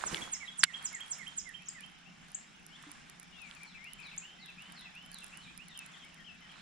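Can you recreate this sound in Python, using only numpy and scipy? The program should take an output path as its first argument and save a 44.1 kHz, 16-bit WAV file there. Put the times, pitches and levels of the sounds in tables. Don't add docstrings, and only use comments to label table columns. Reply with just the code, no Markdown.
import sys
import numpy as np
from scipy import signal
from scipy.fft import rfft, irfft, next_fast_len
from scipy.io import wavfile
from scipy.ndimage import uniform_filter1d

SR = 44100
rng = np.random.default_rng(int(sys.argv[2]) if len(sys.argv) > 2 else 0)


def store_pcm(level_fs):
    pcm = np.round(np.clip(level_fs, -1, 1) * 32767).astype(np.int16)
    wavfile.write(sys.argv[1], SR, np.atleast_2d(pcm).T)


N = 291501

# time_s from its start, pitch_hz before the pitch factor, relative level_db
SWOOP = [(0, 9400, -19), (.012, 8400, -6), (.022, 7260, 7.5), (.033, 5900, -4), (.041, 5330, -5),
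         (.049, 5070, -14), (.06, 5060, -14)]
SAG = [(0, 2230, -10), (.02, 2150, -4), (.045, 1896, -3.5), (.068, 1740, -20)]
HOOK = [(0, 2270, 3.5), (.005, 2870, -8), (.009, 3220, 3.5), (.017, 3330, 6.5), (.026, 3250, 3),
        (.033, 2950, -17)]
# time_s, pitch_hz before the factor, relative level_db
CHIP = [(0, 5700, -14), (.002, 6590, 9.5), (.005, 7270, 10.5), (.008, 7700, 11.5), (.011, 7640, -24)]
SLIDE = [(0, 5450, -10), (.008, 4600, -14), (.02, 4250, -10), (.04, 3980, -4.5), (.058, 3680, -11.5),
         (.082, 3300, -8)]
# time_s, pitch_hz before the factor, relative level_db
DIP = [(0, 2824, -6.5), (.015, 2742, -3.5), (.035, 2520, -9)]
CLIMB = [(0, 2336, -20), (.025, 2620, -4.5), (.045, 2900, -2.5), (.07, 3070, -12), (.11, 3170, -8.5),
         (.15, 3222, -16), (.2, 3195, -19)]
CROOK = [(0, 2745, 2.5), (.016, 3330, -1.5), (.032, 3130, 1.5), (.052, 2730, 3), (.07, 2630, 0.5),
         (.1, 2660, -2), (.12, 2484, -12)]
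GLIDE = [(0, 2970, -15), (.09, 2665, -5), (.12, 2510, -1.5), (.16, 2300, -2), (.19, 2150, -8)]
WAVE = [(0, 2268, -4), (.018, 2420, 0), (.043, 2080, -12), (.078, 2170, -6), (.108, 2337, -3),
        (.116, 2600, -6), (.126, 2160, -8), (.168, 2020, -12)]
TRILL = [(0, 2295, -2), (.02, 2680, -4.5), (.039, 2270, -1), (.051, 2646, -6), (.065, 2226, -4),
         (.079, 2535, -6), (.095, 2300, -5), (.115, 2134, -6)]
# start_s, level_db added to the shape, pitch_factor, left_over_right_db
SWOOP_TIMES = [(0.046, -38, 1.04, -2.5), (0.311, -38, 1, -5), (0.573, -40.5, 1.014, -8.5),
               (0.834, -39.5, 0.99, -6), (1.096, -40, 1, -6.5), (1.361, -40, 0.98, -5)]
SAG_TIMES = [(.14, -47.5, 1.06, -14), (.4, -44.5, 1.04, -11), (.663, -51, 0.99, -23),
             (.925, -49.5, 0.99, -20.5), (1.188, -48, 1, -15), (1.453, -48, 0.97, -12.5),
             (1.745, -51, 0.94, -11)]
HOOK_TIMES = [(0.209, -47, 1.015, -0.5), (0.472, -48.5, 1.015, -3), (0.731, -46, 0.99, -8.5),
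              (0.997, -48.5, 0.99, -7), (1.262, -49.5, .97, -8.5), (1.536, -52, .96, -13),
              (1.826, -59.5, 0.95, -14)]
CHIP_TIMES = [(.946, -48.5, 1, 1.9), (1.684, -47, 1, 2.2), (2.345, -45, 1, 2.7), (4.177, -46, 0.98, 2)]
SLIDE_TIMES = [(3.654, -57, 0.99, 0.0036), (4.021, -52.5, 0.99, 0.0053), (4.393, -53, 0.97, 0.0057),
               (4.751, -51.5, 0.99, 0.011), (5.117, -52.5, 0.99, 0), (5.408, -55, 0.95, 0),
               (5.675, -56, 0.92, 0.0056)]
DIP_TIMES = [(3.741, -50.5, 0.95, 0), (4.113, -49.5, 0.95, 0), (4.48, -49, 0.97, 0), (4.85, -48.5, 0.96, 0),
             (5.215, -50, 0.99, 0.0093)]
CLIMB_TIMES = [(3.83, -50.5, 0.96, 0), (4.203, -49, 0.98, 0), (4.563, -50, 0.96, 0.0043),
               (4.932, -49.5, 0.96, 0), (5.298, -52.5, 0.95, 0.0066)]
CROOK_TIMES = [(5.742, -55.5, 0.98, 3.3), (6.239, -56, 0.99, 6.7)]
GLIDE_TIMES = [(3.31, -57, 1.0, 19)]
WAVE_TIMES = [(3.742, -52, 0.99, 12.6)]
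TRILL_TIMES = [(3.985, -53, 1.0, 14.6)]
# start_s, length_s, first_hz, middle_hz, last_hz,
SLURRED_NOTES = [(0.332, 0.041, 2280, 2164, 1940, -57, 11), (0.455, 0.024, 3710, 3950, 3700, -56.5, 5),
                 (.515, 0.063, 4000, 3640, 3270, -62, -2), (1.592, .05, 2296, 2600, 2660, -59.5, -2),
                 (1.656, .058, 6950, 5250, 4650, -55, -5), (1.783, 0.066, 2620, 2300, 2830, -60.5, 8),
                 (2.053, 0.039, 2540, 2720, 2840, -63, 10), (2.706, 0.067, 2810, 3150, 3630, -58, 6),
                 (3.339, 0.064, 3160, 3450, 3810, -68.5, 21), (3.548, 0.053, 2800, 2430, 2290, -64.5, 19),
                 (3.604, 0.055, 2210, 2440, 2180, -56, 12), (4.131, 0.032, 2570, 2220, 2300, -57.5, 9),
                 (4.384, 0.091, 1967, 2115, 1960, -62.5, 8), (4.809, .085, 1954, 2050, 1930, -62.5, 8),
                 (5.45, 0.062, 2520, 2320, 2620, -57, -2), (5.5, 0.031, 2610, 2510, 2380, -60, -9),
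                 (5.585, 0.052, 2295, 2700, 2990, -55, -7.5), (5.665, 0.074, 2420, 1980, 1840, -63.5, 7),
                 (5.925, .06, 2220, 1970, 1750, -66, 12), (5.932, 0.0317, 3550, 3300, 2800, -58, 6),
                 (5.962, 0.026, 3290, 3780, 3250, -65, 7), (5.997, 0.045, 3400, 3200, 3050, -58.5, 3),
                 (6.036, 0.039, 2090, 2290, 2200, -59.5, 10), (6.154, 0.027, 3270, 3150, 3060, -65, 3),
                 (6.197, .03, 3070, 3300, 3000, -62, -2), (6.171, 0.061, 2170, 1860, 1780, -61, 12),
                 (6.413, 0.058, 2124, 2000, 1780, -65, 13.5), (6.419, 0.064, 3070, 3050, 3110, -64, 0),
                 (6.49, 0.031, 3090, 3320, 2870, -58, 4), (6.53, 0.026, 3140, 3430, 3150, -67, 1)]
# start_s, peak level_db before panning, brightest_hz, contact_s,
# left_over_right_db, left_lag_s
REEL_BLOWS = [(0.0381, -25.5, 1050, 0.000077, -17, .00001), (0.1223, -35, 3000, 0.00086, -5, .00003),
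              (0.1449, -17.5, 3220, 0.0001, 1, 0.00002), (0.159, -29, 3300, 0.00076, -1, .00003),
              (0.169, -29, 3470, 0.0012, 6, 0.000033), (0.276, -37.5, 1000, 0.0011, -3, .00001),
              (0.6329, -13, 4870, 0.00037, -7.5, 0.000069), (0.6354, -3, 1900, 0.00013, 5.5, 0.0000089),
              (0.6375, -6, 4470, 0.0011, 1, 0.000034), (0.6382, -5, 6370, 0.0014, -6, 0.000035),
              (0.642, -18, 2400, 0.0042, -9.5, .00003), (2.837, -44, 1500, 0.0023, -11, .00001),
              (3.511, -42, 3120, 0.00072, -19, .00001)]
# pitch_hz, width_hz, relative level_db
REEL_MODES = [(880, 1700, -9.5), (1720, 480, -2.5), (2920, 220, -6), (3386, 180, -4), (3970, 490, -10),
              (4670, 430, -7.5), (5970, 500, -14), (7500, 350, -10.5), (7390, 250, -3.5), (9160, 180, -2),
              (10140, 470, -6.5), (10620, 610, -10), (13650, 1800, -18.5)]
# start_s, peak level_db before panning
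GEAR_TICKS = [(0.8265, -40), (0.8619, -38), (0.929, -40.5), (1.0056, -40), (1.062, -44), (1.0807, -42),
              (1.184, -43), (1.279, -39.5), (1.4909, -41), (1.6212, -47), (1.733, -47), (1.807, -38.5),
              (1.8622, -46.5), (2.2836, -49), (2.3173, -43), (2.6645, -41.5), (2.8255, -47),
              (2.9157, -35.5), (3.0976, -40), (3.1977, -37.5), (3.23, -42.5), (3.4178, -43), (3.5498, -46),
              (3.633, -39), (3.8432, -41), (3.933, -35.5), (4.0008, -46.5), (4.0677, -50), (4.1644, -47),
              (4.4596, -43), (4.6216, -44), (4.7216, -40.5), (4.7945, -46), (4.81, -43), (4.9518, -45.5),
              (5.061, -45), (5.116, -39), (5.1294, -46), (5.1437, -34.5), (5.1856, -40.5), (5.2056, -45),
              (5.2344, -44), (5.2428, -35.5), (5.2644, -43), (5.28, -45), (5.3725, -36.5), (5.576, -36),
              (5.683, -41.5), (5.775, -37), (5.7905, -31), (5.8618, -40.5), (6.0485, -46.5), (6.1439, -44)]
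# pitch_hz, width_hz, relative level_db
TICK_MODES = [(4500, 3000, -20), (7300, 1200, -14), (8900, 600, -6), (9700, 500, 0), (14000, 2000, -27)]
# arrival_s, hold_s, rub level_db, fizz level_db, left_over_right_db of the rub
HANDLE_TURNS = [(0.023, 0.067, -50, -52.5, -8), (0.75, 0.05, -53, -60.5, -0.5),
                (1.127, 0.085, -58.5, -60, -4), (1.72, 0.088, -62, -69.5, -1.5),
                (2.255, .17, -64, -68.5, -0.5), (2.85, .07, -58, -64, -1.5),
                (3.5, 0.037, -57.5, -65.5, -1.5), (4.015, 0.12, -59.5, -67.5, -3),
                (4.646, 0.065, -57, -67.5, -1), (5.22, .16, -58.5, -64.5, -1.5),
                (5.848, 0.11, -58.5, -66.5, -2), (6.55, .1, -57, -68, -3.5)]
# pitch_hz, relative level_db per Hz
RUB_SPECTRUM = [(200, -64.5), (450, -21), (900, 1), (1500, 2.5), (2500, -2), (4500, -7.5), (7000, -52)]
FIZZ_SPECTRUM = [(2000, -2), (4000, -20.5), (7000, 4.5), (10000, -7.5), (11500, -20), (14500, -57.5),
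                 (16000, -30)]
# time_s, level_db before panning
GRIP_LEVEL = [(0, -51.5), (.06, -49.5), (.1, -51), (.135, -41), (.18, -46), (.25, -49), (.29, -57.5),
              (0.362, -71)]
# pitch_hz, relative level_db per Hz
GRIP_SPECTRUM = [(100, -15), (250, 7), (500, -3.5), (1200, 1), (3000, -11.5), (6000, -10), (10500, -16.5),
                 (12000, -29), (15500, -40)]
# start_s, starting level_db before panning, pitch_hz, t60_s
ROD_THUMPS = [(0.116, -38.5, 242, 0.03), (0.129, -32.5, 171, 0.064), (0.637, -38, 163, 0.059),
              (2.868, -49, 294, 0.19), (3.583, -57, 172, 0.1)]
# pitch_hz, t60_s
TREE_DECAY = [(1500, 0.23), (3000, 0.46), (8000, 0.26)]
# pitch_hz, relative
# level_db
TREE_COLOUR = [(1500, 3.5), (3000, 1.5), (5000, 1), (8000, 0)]
# pitch_hz, width_hz, relative level_db
HUM_MODES = [(45, 17, -10.5), (151.3, 23.4, -4.5), (176.4, 19, -0.5), (230.6, 81, -8)]
# pitch_hz, relative level_db per Hz
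AIR_SPECTRUM = [(12, -47), (20, -4), (53, -3.5), (96, -16.5), (172, -2), (285, -8), (513, -16.5), (802, -7),
                (949, -18), (1400, -9.5), (3070, -12), (4420, -22), (5230, -12.5), (9950, -40.5),
                (16000, -57.5)]
# pitch_hz, likeness (-1 to 1)
STEREO_LIKENESS = [(60, 0.56), (130, 0.12), (290, 0.3), (640, -0.27), (1410, 0.21), (3100, 0.98),
                   (6820, -0.11), (15000, 0.3)]
# pitch_hz, left_over_right_db
STEREO_LEAN = [(60, -2), (110, -2), (200, -0.5), (380, 0), (700, -2), (1290, 1.5), (2380, -2), (4400, -0.5),
               (8120, -2.5), (15000, -9)]

NOTE_START_DB, NOTE_END_DB = -2.5, -3
TWITTER_FROM_S, TWITTER_HZ, TWITTER_DB = 5.9, 3200, -68.5
SMALL_TICKS_PER_S, SMALL_TICKS_DB = 60, -69.5
RISE_DB_PER_S, FALL_DB_PER_S = 54, 28
FAR_PER_S, FAR_DB = 55, -72
HUM_DB, WAVER_DB, WAVER_S = -64, 2.5, 0.057
AIR_DB = -60.5
DUCK_FROM_DB, DUCK_SHARE, RECOVER_DB_PER_S = -33.5, 0.36, 197
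EDGE_HZ = 16300


def amp(db):
    return 10 ** (np.asarray(db) / 20)


def evened(x):
    return x / np.sqrt(np.mean(x ** 2) + 1e-20)


def read(points, hz):
    f, value = np.transpose(points)
    return np.interp(np.log(hz + 1), np.log(f + 1), value)


def add(mix, start_s, sound, pan_db):
    part = mix[:, round(start_s * SR):][:, :sound.shape[-1]]
    part += amp([[pan_db / 2], [-pan_db / 2]]) * sound[..., :part.shape[1]]


def late(mix, lag_s):
    size = next_fast_len(mix.shape[1] + 8)
    hz = np.fft.rfftfreq(size, 1 / SR)
    delay = np.exp(-2j * np.pi * hz * [[lag_s], [0]])
    return irfft(rfft(mix, size) * delay, size)[:, :mix.shape[1]]


def ring(x, modes):
    out = 0
    for k, (hz, width_hz, db) in enumerate(modes):
        b, a = signal.iirpeak(hz, hz / width_hz, SR)
        out = out + (-1) ** k * amp(db) * signal.lfilter(b, a, x)
    return out


def noise(spectrum, size, patchy_db, flicker_db):
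    frames, hz = 4 * N // size + 5, np.fft.rfftfreq(size, 1 / SR)
    a, b, c, d, patches = rng.standard_normal((frames, len(hz), 5)).T
    patches = uniform_filter1d(patches, size=8, axis=0)
    patches = evened(uniform_filter1d(patches, size=12, axis=1))
    same = np.clip(read(STEREO_LIKENESS, hz), -1, 1)[:, None]
    left, other = a + 1j * b, c + 1j * d
    z = np.array([left, same * left + np.sqrt(1 - same ** 2) * other])
    flicker = flicker_db * rng.standard_normal(frames)
    z *= amp(read(spectrum, hz)[:, None] + patchy_db * patches + flicker)
    z *= amp(np.outer([.5, -.5], read(STEREO_LEAN, hz)))[:, :, None]
    return evened(signal.istft(z, nperseg=size, noverlap=size - size // 4)[1][:, :N])


def whistle(rows, flutter):
    s, hz, db = np.transpose(rows)
    t = np.arange(s[0], s[-1], 1 / SR)
    round_off = len(t) // (3 * len(s)) + 1
    hz = uniform_filter1d(np.interp(t, s, hz), round_off)
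    uneven = 1 + flutter * evened(uniform_filter1d(rng.standard_normal(len(t)), size=150))
    level = np.sqrt(2) * amp(np.interp(t, s, db)) * uneven
    tone = np.sin(2 * np.pi * np.cumsum(hz) / SR)
    return level * signal.windows.tukey(len(t), .15) * tone


def singer(parts, flutter, lag_s):
    out = np.zeros((2, N))
    for shape, times in parts:
        for start_s, db, factor, pan_db in times:
            syllable = whistle(np.multiply(shape, [1, factor, 1]), flutter)
            add(out, start_s, amp(db) * syllable, pan_db)
    return late(out, lag_s)


def near_bird():
    parts = [(SWOOP, SWOOP_TIMES), (SAG, SAG_TIMES), (HOOK, HOOK_TIMES)]
    return singer(parts, flutter=0.18, lag_s=.00006)


def chipping_bird():
    return singer([(CHIP, CHIP_TIMES)], flutter=0.075, lag_s=.000035)


def sliding_bird():
    return singer([(SLIDE, SLIDE_TIMES)], flutter=0.3, lag_s=.00001)


def dipping_and_climbing_bird():
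    return singer([(DIP, DIP_TIMES), (CLIMB, CLIMB_TIMES)], flutter=0.53, lag_s=.00001)


def warblers():
    out = np.zeros((2, N))
    for start_s, length_s, first_hz, middle_hz, last_hz, db, pan_db in SLURRED_NOTES:
        rows = [(0, first_hz, db + NOTE_START_DB),
                (length_s / 2, middle_hz, db),
                (length_s, last_hz, db + NOTE_END_DB)]
        add(out, start_s, whistle(rows, flutter=0.41), pan_db)
    parts = [(CROOK, CROOK_TIMES), (GLIDE, GLIDE_TIMES), (WAVE, WAVE_TIMES), (TRILL, TRILL_TIMES)]
    return out + singer(parts, flutter=0.15, lag_s=0)


def twitter(count):
    out = np.zeros((2, N))
    for place, pitch, bend, size in rng.random((count, 4)):
        hz, db = TWITTER_HZ * (.95 + .1 * pitch), TWITTER_DB + 5 * size
        rows = [(0, hz, db), (.007, hz * (.92 + 0.21 * bend), db), (.018, .94 * hz, db - 12)]
        start_s = TWITTER_FROM_S + place * (N / SR - TWITTER_FROM_S)
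        add(out, start_s, whistle(rows, flutter=0.5), 6)
    return out


def reel_blows():
    out, t = np.zeros((2, N)), np.arange(900) / SR
    for start_s, db, bright_hz, contact_s, pan_db, lag_s in REEL_BLOWS:
        shared, left, right = rng.standard_normal((3, len(t)))
        jolt = np.exp(-t / contact_s) * (0.32 * shared + 0.22 * np.array([left, right]))
        jolt[:, 8] = 1
        soft = [(bright_hz, 1.1 * bright_hz, 0)]
        softened = ring(ring(jolt, soft), soft)
        modes = [(hz, width_hz, level_db - 4 * abs(np.log2(hz / bright_hz)))
                 for hz, width_hz, level_db in REEL_MODES]
        sound = ring(softened, modes)
        add(out, start_s, late(amp(db) * sound / abs(sound).max(), lag_s), pan_db)
    return out


def reel_ticks():
    out, t = np.zeros((2, N)), np.arange(300) / SR
    draws = rng.random((600, 2))[:int(SMALL_TICKS_PER_S * N / SR)]
    small = [(place * N / SR, SMALL_TICKS_DB + min(-4 * np.log(1 - size), 14))
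             for place, size in draws]
    for start_s, db in GEAR_TICKS + small:
        burst = t * np.exp(-t / 0.00059) * rng.standard_normal(len(t))
        sound = ring(burst, TICK_MODES)
        add(out, start_s, amp(db) * sound / abs(sound).max(), -7.5)
    return late(out, lag_s=.000055)


def rustle():
    arrival_s, hold_s, rub_db, fizz_db, pan_db = np.transpose(HANDLE_TURNS)[:, :, None]
    t = np.arange(N) / SR
    rise_db = -RISE_DB_PER_S * np.maximum(arrival_s - t, 0)
    swell_db = rise_db - FALL_DB_PER_S * np.maximum(t - arrival_s - hold_s, 0)
    rub_level = [np.linalg.norm(amp(rub_db + swell_db + side * pan_db), axis=0) for side in (.5, -.5)]
    fizz_level = np.linalg.norm(amp(fizz_db + swell_db), axis=0)
    rub = noise(RUB_SPECTRUM, size=256, patchy_db=2, flicker_db=2)
    fizz = noise(FIZZ_SPECTRUM, size=256, patchy_db=2, flicker_db=2)
    return rub_level * rub + fizz_level * fizz


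def grip():
    level = amp(np.interp(np.arange(N) / SR, *np.transpose(GRIP_LEVEL), right=-200))
    scratch = noise(GRIP_SPECTRUM, size=256, patchy_db=2.5, flicker_db=2)
    return level * amp([[-3], [3]]) * scratch


def thumps():
    out, t = np.zeros((2, N)), np.arange(6000) / SR
    for start_s, db, hz, t60_s in ROD_THUMPS:
        add(out, start_s, amp(db - 60 * t / t60_s) * np.sin(2 * np.pi * hz * t), -1.5)
    return out


def far_chorus():
    out = np.zeros((2, N))
    for place, pitch, glide, length, size, side in rng.random((400, 6))[:int(FAR_PER_S * N / SR)]:
        hz, db = 1700 + 2000 * pitch, FAR_DB + 6 * size
        rows = [(0, hz, db), (.012 + .03 * length, hz * (.8 + .4 * glide), db - 3)]
        add(out, place * N / SR, whistle(rows, flutter=0.54), 8 * (side - .5))
    return out


def trees(x, start_s):
    size = SR // 2
    taps = np.zeros((2, size))
    at = np.arange(0, size - 20, 20) + rng.integers(0, 20, (2, SR // 40))
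    np.put_along_axis(taps, at, rng.choice([-1., 1.], at.shape), 1)
    taps *= np.clip(np.arange(size) / (start_s * SR), 0, 1)
    hz, t, z = signal.stft(taps, SR, nperseg=128)
    decay_db = -60 * t / read(TREE_DECAY, hz)[:, None]
    colour_db = read(TREE_COLOUR, hz)[:, None]
    tail = signal.istft(z * amp(colour_db + decay_db), SR, nperseg=128)[1]
    return signal.fftconvolve(x, tail / np.linalg.norm(tail[0]), axes=1)[:, :N]


def hum():
    shared, left, right, drift = rng.standard_normal((4, N))
    source = np.array([shared + 0.71 * left, shared + 0.72 * right])
    low = ring(ring(source, HUM_MODES), HUM_MODES)
    span = round(WAVER_S * SR)
    waver = evened(uniform_filter1d(uniform_filter1d(drift, span), span))
    return amp(HUM_DB + WAVER_DB * waver) * evened(low)


def air():
    return amp(AIR_DB) * noise(AIR_SPECTRUM, size=1024, patchy_db=1.8, flicker_db=0.2)


def scene():
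    near, chips, slides = near_bird(), chipping_bird(), sliding_bird()
    middle = dipping_and_climbing_bird() + warblers() + twitter(count=14)
    reel = reel_blows() + reel_ticks() + rustle() + grip() + thumps()
    to_trees = amp(-6.5) * near + amp(-5.0) * chips + amp(3) * slides
    to_trees += amp(-8) * middle
    to_trees += far_chorus()
    echoes = trees(to_trees, start_s=0.0016)
    return near + chips + slides + middle + echoes + reel + hum() + air()


def record(dry):
    power = uniform_filter1d((dry ** 2).mean(0), size=200, origin=99)
    power_db = 10 * np.log10(abs(power) + 1e-12)
    fall_db = np.arange(N) * RECOVER_DB_PER_S / SR
    held_db = np.maximum.accumulate(power_db + fall_db) - fall_db
    over_db = np.maximum(held_db - DUCK_FROM_DB, 0)
    ducked = dry / amp(DUCK_SHARE * uniform_filter1d(over_db, size=600, origin=299))
    band = signal.firwin(511, EDGE_HZ, window=("kaiser", 9), fs=SR)
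    return signal.oaconvolve(ducked, band[None], "same")


dry = scene()
out = record(dry)
store_pcm(out)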